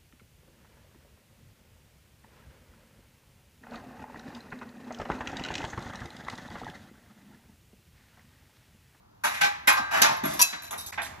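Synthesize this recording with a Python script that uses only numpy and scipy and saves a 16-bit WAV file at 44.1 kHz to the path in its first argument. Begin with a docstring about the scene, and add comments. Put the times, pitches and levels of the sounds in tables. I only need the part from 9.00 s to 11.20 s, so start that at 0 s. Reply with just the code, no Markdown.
"""Over a low outdoor rumble, loose iron plates clank near the microphone pair: a loaded barbell is walked into
a steel rack in a fenced yard. The bar knocks on the uprights, slides down them and drops into the hooks; the
plates chatter at every blow and the fences throw it back. The frame thuds, shoes scuff on gritty ground, and
after a brief dropout the scene changes: the last clank and scuffs are heard from the right."""
import sys
import numpy as np
from scipy import signal
from scipy.fft import rfft, irfft
from scipy.io import wavfile
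from scipy.ndimage import uniform_filter1d

SR = 44100
rng = np.random.default_rng(int(sys.argv[2]) if len(sys.argv) > 2 else 0)


def transcribe(u):
    """Save the signal u as a 16-bit wav file named by the first command-line argument.

    u: samples, shape (n,) or (channels, n), limited to [-1, 1]; the rate is SR.
    q: integer samples, one column per channel.
    """
    v = np.clip(np.atleast_2d(u).T, -1, 1)
    q = np.round(v * 32767).astype(np.int16)
    wavfile.write(sys.argv[1], SR, q)


N = 97020
T = np.arange(int(.9 * SR)) / SR  # time within one event [s]

# the air of the yard, and the colour of near clanks, slides and scuffs: (frequency [Hz], gain [dB])
RUMBLE_SPECTRUM = [(20, -25), (50, -2.5), (85, 3), (160, -5.5), (400, -10.5), (900, -5.5), (4000, -34)]
HISS_SPECTRUM = [(1700, -18), (4000, -15), (14000, -30)]
NEAR_COLOUR = [(40, -19), (110, -5.5), (220, -3), (320, -7.5), (460, -13), (620, -3.5), (1400, -9),
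               (1650, -4), (2600, -4), (3000, -7), (3900, -2.5), (4450, -5), (5600, -2), (7200, -3),
               (8700, -7), (10000, -4.5), (11500, 0), (13400, -9.5), (14300, -37.5)]
# the rumble rising and falling: (time [s], level [dB])
RUMBLE_LEVELS = [(.22, -60), (.28, -55), (1.38, -50.5), (1.48, -65), (1.62, -58), (1.72, -53), (2.2, -47.5)]
# decay of the yard's echoes and of the crowd of short iron modes: (frequency [Hz], t60 [s])
YARD_T60 = [(150, 0.33), (900, 1), (2000, 0.71), (5000, 0.52), (12000, 0.26)]
IRON_T60 = [(150, 0.16), (900, 0.25), (2000, 0.19), (5000, 0.17), (12000, 0.052)]
# phase at the microphones before and after the dropout: (frequency [Hz], left lead [rad])
EARLY_LEAD = [(260, 0.36), (550, 3.18), (750, 3.46), (1300, 5.36), (1900, 3.93), (2600, 4.57), (5000, 3.9),
              (6400, 8), (7100, 7.7), (9500, 10.53), (13700, 13.74)]
LATE_LEAD = [(700, 1.04), (2000, 0.76), (5000, -2), (11000, -1.8)]
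# how alike the two microphones sound: (frequency [Hz], likeness [0..1])
MIC_LIKENESS = [(100, 0.86), (1000, 0.84), (1800, 0.46), (5000, 0.059), (7500, 0.67), (11000, 0.81)]
# edges of the five bands whose levels are set ahead of NEAR_COLOUR: (frequency [Hz])
BAND_EDGES = [130, 520, 1300, 3000, 8000, 14000]

# what each part of rack and barbell rings with: (frequency [Hz], level [dB], t60 [s])
FRAME_MODES = [(150.4, -11, 0.35), (192, -11.5, 0.28), (232.3, 4, 0.081), (291.4, -4.5, 0.19),
               (354, -0.5, 0.083)]
HOOK_MODES = [(2584, 1.5, .19), (2707, -2, .12), (3967, -13, .9), (4299, -8, .14), (5587, -1, .13),
              (5935, -4, .14), (6370, -5, .18), (7385, -5, .11), (9477, 2, .1), (9810, 4, .08)]
HOOK_LIP_MODES = [(973, 0.5, 0.084), (5680, 1, 0.067), (5770, 2.5, 0.06), (11500, -8, 0.033)]
COLLAR_MODES = [(11350, 0, .09)]
SLEEVE_MODES = [(3794, 0, .45)]
BAR_MODES = [(1587, -0.5, 1), (1870, 1, .26), (1988, -1, .75), (2506, 6, .2), (3968, -10, .8)]
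NEAR_PLATE_MODES = [(704, -7, .22), (820, -2, .34), (1550, 5, .24), (2446, -2, .2), (3650, -13, .22)]
FAR_PLATE_MODES = [(848, -3, .5), (895, -1, .45), (941, -3, .36), (1065, -4, .45), (1174, -3, .6),
                   (1270, -8, .6)]

# shoes on grit: (time [s], length [s], levels of the upper four bands [dB])
SHOE_SCUFFS = [(1.337, .008, -37, -50, -48, -36.5), (1.621, 0.065, -41.5, -45, -49, -48),
               (1.708, .042, -30.5, -42, -46, -38.5), (1.777, .049, -55, -50, -41.5, -38),
               (1.861, 0.04, -38, -54.5, -40.5, -40.5), (1.924, 0.029, -45, -41.5, -45.5, -54),
               (2.017, .06, -41, -41.5, -41, -42)]
# single contacts on rack and barbell: (time [s], level [dB])
FRAME_THUDS = [(.676, -39.5), (.795, -38), (1.03, -35), (1.11, -36.5), (1.232, -25.5), (1.255, -32)]
COLLAR_JINGLES = [(.724, -25.5), (.972, -41), (1.038, -29), (1.123, -39), (1.165, -36.5), (1.253, -22.5)]
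SLEEVE_TINKS = [(1.779, -36)]
LIP_CATCHES = [(1.392, -19), (1.404, -15.5)]
HOOK_BOUNCES = [(1.415, -9.5), (1.4199, -7.5), (1.425, -8)]
# the bar sliding on the uprights: (time [s], length [s], five band levels [dB])
BAR_SLIDES = [(.3, 0.11, -61, -43, -34, -44, -45), (.905, 0.16, -46.5, -23.5, -25.5, -37.5, -42),
              (1.256, 0.15, -42.5, -36.5, -40.5, -42, -42.5)]
# blows that shake the plates:
# (time [s], chatter [s], five band levels [dB], near plate ring [dB], far plate ring [dB], bar ring [dB])
PLATE_CLANKS = [(.237, 0.043, -47.5, -24, -27.5, -34.5, -32, -28.5, -32, -38),
                (.41, 0.013, -44.5, -30.5, -21.5, -30, -32.5, -21, -48, -38),
                (.428, 0.032, -47, -29.5, -24, -30.5, -38, -19.5, -41, -57),
                (.673, .018, -45.5, -18, -15, -24.5, -21, -21.5, -30.5, -27),
                (.696, 0.02, -56, -21.5, -29.5, -31.5, -60, -29.5, -28, -31),
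                (.768, 0.017, -55.5, -23.5, -41.5, -35.5, -49, -40, -33, -41),
                (1.017, 0.006, -39, -16, -21, -14.5, -21, -26, -25, -40),
                (1.038, .025, -41, -22.5, -22.5, -30, -38, -34, -29, -61),
                (1.093, 0.036, -45, -28, -32.5, -45, -55, -46, -31.5, -45),
                (1.235, 0.025, -44, -28, -30.5, -43, -39.5, -36, -34.5, -54),
                (1.392, 0.016, -50, -26.5, -28.5, -27, -28.5, -44, -43, -44),
                (1.526, 0.011, -45.5, -38, -35, -43, -64, -52, -49, -47.5),
                (1.722, 0.015, -49, -33.5, -37.5, -55, -54, -50.5, -49, -63),
                (1.976, 0.02, -51, -34, -26, -50, -75, -36, -46, -60)]

HISS_DB, YARD_DB, YARD_RISE_S = -73, -7, 0.0067
FENCE_ECHO_S, FENCE_ECHO_DB = .025, -14
CRACK_S, CRACK_DB = 0.0015, -3.5
GRIT_PER_S, GRAIN_S, SOLE_DB, SCUFF_YARD_DB = 1500, .0004, -56, -6
SLIPS_PER_S, SLIDE_RISE_S, RUB_SAG_DB = 700, .012, -8
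RING_RISE_S, BEAT_HZ, BEAT_DEPTH = 0.0041, 14.6, .45
SNAP_S, SNAP_HIGHPASS_HZ, SNAP_YARD_DB, HOOK_DB = 0.0066, 4430, -13, -16.5
CONTACTS_PER_S, CHATTER_RISE_S, FIRST_STRIKE = 1400, 0.0019, 0.16
DROP_S, DROP_WIDTH_S, DROP_DB = 1.916, 0.0045, -19
LATE_PAN_DB, LOWPASS_HZ = 1.5, 15600


def amp(db):
    """Decibels to gain."""
    return 10 ** (np.asarray(db) / 20)


def curve_at(points, hz):
    """Reads a curve over log frequency."""
    freqs, values = np.transpose(points)
    return np.interp(np.log(hz + 1), np.log(freqs), values)


def unit(x):
    """Scales each channel to energy 1."""
    return x / np.sqrt((x ** 2).sum(-1, keepdims=True) + 1e-20)


def add(mix, start_s, sound):
    """Mixes a sound in at a time."""
    part = mix[..., round(start_s * SR):][..., :sound.shape[-1]]
    part += sound[..., :part.shape[-1]]


def through(x, response):
    """Convolves, keeping the length."""
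    return signal.fftconvolve(np.atleast_2d(x), np.atleast_2d(response), axes=1)[:, :x.shape[-1]]


def coloured(x, length_s, bands_db, size=4096):
    """Sets a white sound's band levels over its first moments and adds the near colour."""
    edges, hz = np.array(BAND_EDGES), abs(np.fft.fftfreq(size, 1 / SR))
    centres = np.sqrt(edges[1:] * edges[:-1])
    density_db = np.array(bands_db) - 10 * np.log10(np.diff(edges) / (SR / 2))
    gain = amp(curve_at(np.c_[centres, density_db], hz) + curve_at(NEAR_COLOUR, hz))
    minimum_phase = np.exp(np.conj(signal.hilbert(np.log(gain))))
    taps = np.fft.ifft(minimum_phase).real[:size // 2]
    onset_rms = np.sqrt(np.mean(x[:, :round(length_s * SR)] ** 2))
    return through(x / onset_rms, taps)


def clicks(per_s, spread_db):
    """Random clicks of uneven size."""
    sizes = amp(spread_db * np.minimum(rng.exponential(1, len(T)), np.pi))
    return sizes * rng.choice([-1, 1], len(T)) * (rng.random(len(T)) < per_s / SR)


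def evened(x, size=65536):
    """Takes broad chance bumps out of a click train's spectrum."""
    spectrum = rfft(x, size)
    smooth_power = uniform_filter1d(abs(spectrum) ** 2, size=600)
    return unit(irfft(spectrum / np.sqrt(smooth_power + 1e-9))[:len(x)])


def outdoor_air():
    """Low outdoor rumble over a faint, steady hiss in the distance."""
    def noise(spectrum):
        gain = amp(curve_at(spectrum, np.fft.rfftfreq(N, 1 / SR)))
        return unit(irfft(rfft(rng.standard_normal((2, N))) * gain, N)) * np.sqrt(N)
    swell = amp(np.interp(np.arange(N) / SR, *np.transpose(RUMBLE_LEVELS)))
    return noise(RUMBLE_SPECTRUM) * swell + noise(HISS_SPECTRUM) * amp(HISS_DB)


def yard_echo():
    """Fences and walls scatter sound back to the microphones; the treble dies first."""
    hz, t, spectra = signal.stft(rng.standard_normal((2, len(T))), SR, nperseg=256)
    decay = amp(-60 * t / curve_at(YARD_T60, hz)[:, None])
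    tail = signal.istft(spectra * decay, SR, nperseg=256)[1][:, :len(T)]
    return unit(tail * (1 - np.exp(-(T / YARD_RISE_S) ** 2)))


def crack():
    """The bare snap of a contact, heard direct."""
    return unit(rng.standard_normal((2, len(T))) * np.exp(-T / CRACK_S))


def rub_pressure(length_s):
    """Pressure of a rub: on at once, sagging, then released."""
    return amp(RUB_SAG_DB * np.minimum(T / length_s, 2)) / (1 + (T / length_s) ** 12)


def shoe_scuff(length_s, *bands_db, grain_count=250):
    """Fine grit crunches under a sole; coarser grains each ring at their own pitch."""
    coarse, t = np.zeros(len(T)), T[:round(10 * GRAIN_S * SR)]
    for when, pitch, size in rng.random((grain_count, 3)):
        grain = size ** 2 * t * np.exp(-t / GRAIN_S) * np.sin(2 * np.pi * pitch * BAND_EDGES[-1] * t)
        add(coarse, 2 * length_s * when, grain)
    pressure = rub_pressure(length_s)
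    grit = unit(clicks(GRIT_PER_S, spread_db=2.5) * pressure) + unit(coarse * pressure)
    in_yard = through(grit, crack() + amp(SCUFF_YARD_DB) * yard_echo())
    return coloured(in_yard, length_s, (SOLE_DB, *bands_db))


def ring(modes):
    """The clear modes of one struck part; each beats against close neighbours."""
    tone, beat_onset = 0, 1 - np.exp(-BEAT_HZ * T)
    for hz, db, t60 in modes:
        phase, beat_phase, split = rng.random(3)
        beat = np.cos(2 * np.pi * (BEAT_HZ * (.5 + split) * T + beat_phase))
        envelope = amp(db - 60 * T / t60) * (1 + BEAT_DEPTH * beat * beat_onset)
        tone = tone + envelope * np.sin(2 * np.pi * (hz * T + phase))
    return tone * (1 - np.exp(-T / RING_RISE_S))


def rack_and_fittings():
    """The hook rings, the frame rocks, the collar jingles, the bar catches the lip, the sleeve tinks."""
    sound = np.zeros(N)
    add(sound, HOOK_BOUNCES[0][0], amp(HOOK_DB) * ring(HOOK_MODES))
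    for contacts, modes in ((FRAME_THUDS, FRAME_MODES), (COLLAR_JINGLES, COLLAR_MODES),
                            (LIP_CATCHES, HOOK_LIP_MODES), (SLEEVE_TINKS, SLEEVE_MODES)):
        for start_s, db in contacts:
            add(sound, start_s, amp(db) * ring(modes))
    return sound


def iron_modes(count=380):
    """The crowd of short modes of plates and rack, one per row."""
    grid_hz = np.linspace(np.sqrt(BAND_EDGES[0]), np.sqrt(BAND_EDGES[-1]), count) ** 2
    gap_hz = np.gradient(grid_hz)
    hz = (grid_hz + gap_hz * rng.uniform(-1.003, 1, count))[:, None]
    t, phase = T[:len(T) // 2], rng.random((count, 1))
    decay = amp(-60 * t / curve_at(IRON_T60, hz))
    return np.sqrt(gap_hz)[:, None] * np.sin(2 * np.pi * (hz * t + phase)) * decay


def clatter(contacts, iron):
    """Contacts snap, ring the iron and echo round the yard."""
    body = unit(rng.standard_normal((2, len(iron))) @ iron)
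    response = amp(CRACK_DB) * crack() + amp(YARD_DB) * yard_echo()
    add(response, 0, body)
    return through(evened(contacts), response)


def bar_slide(iron, length_s, *bands_db):
    """The bar starts to slip and runs down the steel in many small catches."""
    slips = clicks(SLIPS_PER_S, spread_db=2.5) * rub_pressure(length_s) * (1 - np.exp(-T / SLIDE_RISE_S))
    return coloured(clatter(slips, iron), length_s, bands_db)


def hook_bounce(db):
    """The bar bounces in the hook: a hard, bright burst of steel on steel."""
    burst = rng.standard_normal((2, len(T))) * np.exp(-T / SNAP_S)
    in_yard = burst + amp(SNAP_YARD_DB) * through(burst, yard_echo())
    white_bands_db = db + 10 * np.log10(np.diff(BAND_EDGES) / (SR / 2))
    highpass = signal.butter(4, SNAP_HIGHPASS_HZ, "high", fs=SR, output="sos")
    return signal.sosfilt(highpass, coloured(in_yard, SNAP_S, white_bands_db))


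def plate_clank(iron, chatter_s, *levels_db):
    """One blow close by: the loose plates meet one after another, then plates and bar ring on."""
    bands_db, rings_db = levels_db[:-3], levels_db[-3:]
    burst = (1 - np.exp(-T / CHATTER_RISE_S)) * np.exp(-(T / chatter_s) ** 2)
    contacts = unit(clicks(CONTACTS_PER_S, spread_db=3) * burst)
    contacts[0] += FIRST_STRIKE
    sound = coloured(clatter(contacts, iron), chatter_s + 0.018, bands_db)
    parts = NEAR_PLATE_MODES, FAR_PLATE_MODES, BAR_MODES
    ringing = sum(amp(db) * ring(modes) for db, modes in zip(rings_db, parts))
    sound[0] += ringing
    fence_echo = unit(yard_echo() * np.exp(-T / FENCE_ECHO_S))
    return sound + amp(FENCE_ECHO_DB) * through(ringing, fence_echo)


def microphone_pair(x, lead):
    """Row 0 is shared by both microphones, row 1 sets them apart; returns left and right."""
    hz = np.fft.rfftfreq(2 * N, 1 / SR)
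    likeness = np.clip(curve_at(MIC_LIKENESS, hz), 0, 1)
    turn = np.exp(.5j * curve_at(lead, hz))
    shared, apart = rfft(x, 2 * N) * np.sqrt([(1 + likeness) / 2, (1 - likeness) / 2])
    return irfft(np.array([(shared + apart) * turn, (shared - apart) / turn]))[:, :N]


def scene():
    """Sounds that start before the dropout are ahead of the microphones, later ones to the right."""
    iron, early, late = iron_modes(), outdoor_air(), np.zeros((2, N))
    for start_s, *row in PLATE_CLANKS:
        add(early if start_s < DROP_S else late, start_s, plate_clank(iron, *row))
    for start_s, *row in BAR_SLIDES:
        add(early, start_s, bar_slide(iron, *row))
    for start_s, *row in SHOE_SCUFFS:
        add(early if start_s < DROP_S else late, start_s, shoe_scuff(*row))
    for start_s, db in HOOK_BOUNCES:
        add(early, start_s, hook_bounce(db))
    early[0] += rack_and_fittings()
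    pan_right = amp([[-LATE_PAN_DB], [LATE_PAN_DB]])
    return microphone_pair(early, EARLY_LEAD) + microphone_pair(late, LATE_LEAD) * pan_right


def record(dry):
    """The level drops out briefly, full scale caps the peaks, and the top treble is cut."""
    dip = amp(DROP_DB * np.exp(-((np.arange(N) / SR - DROP_S) / DROP_WIDTH_S) ** 2))
    lowpass = signal.firwin(511, LOWPASS_HZ, window=("kaiser", 9), fs=SR)
    return signal.oaconvolve(np.clip(dry * dip, -1, 1), lowpass[None], "same")


dry = scene()
out = record(dry)
transcribe(out)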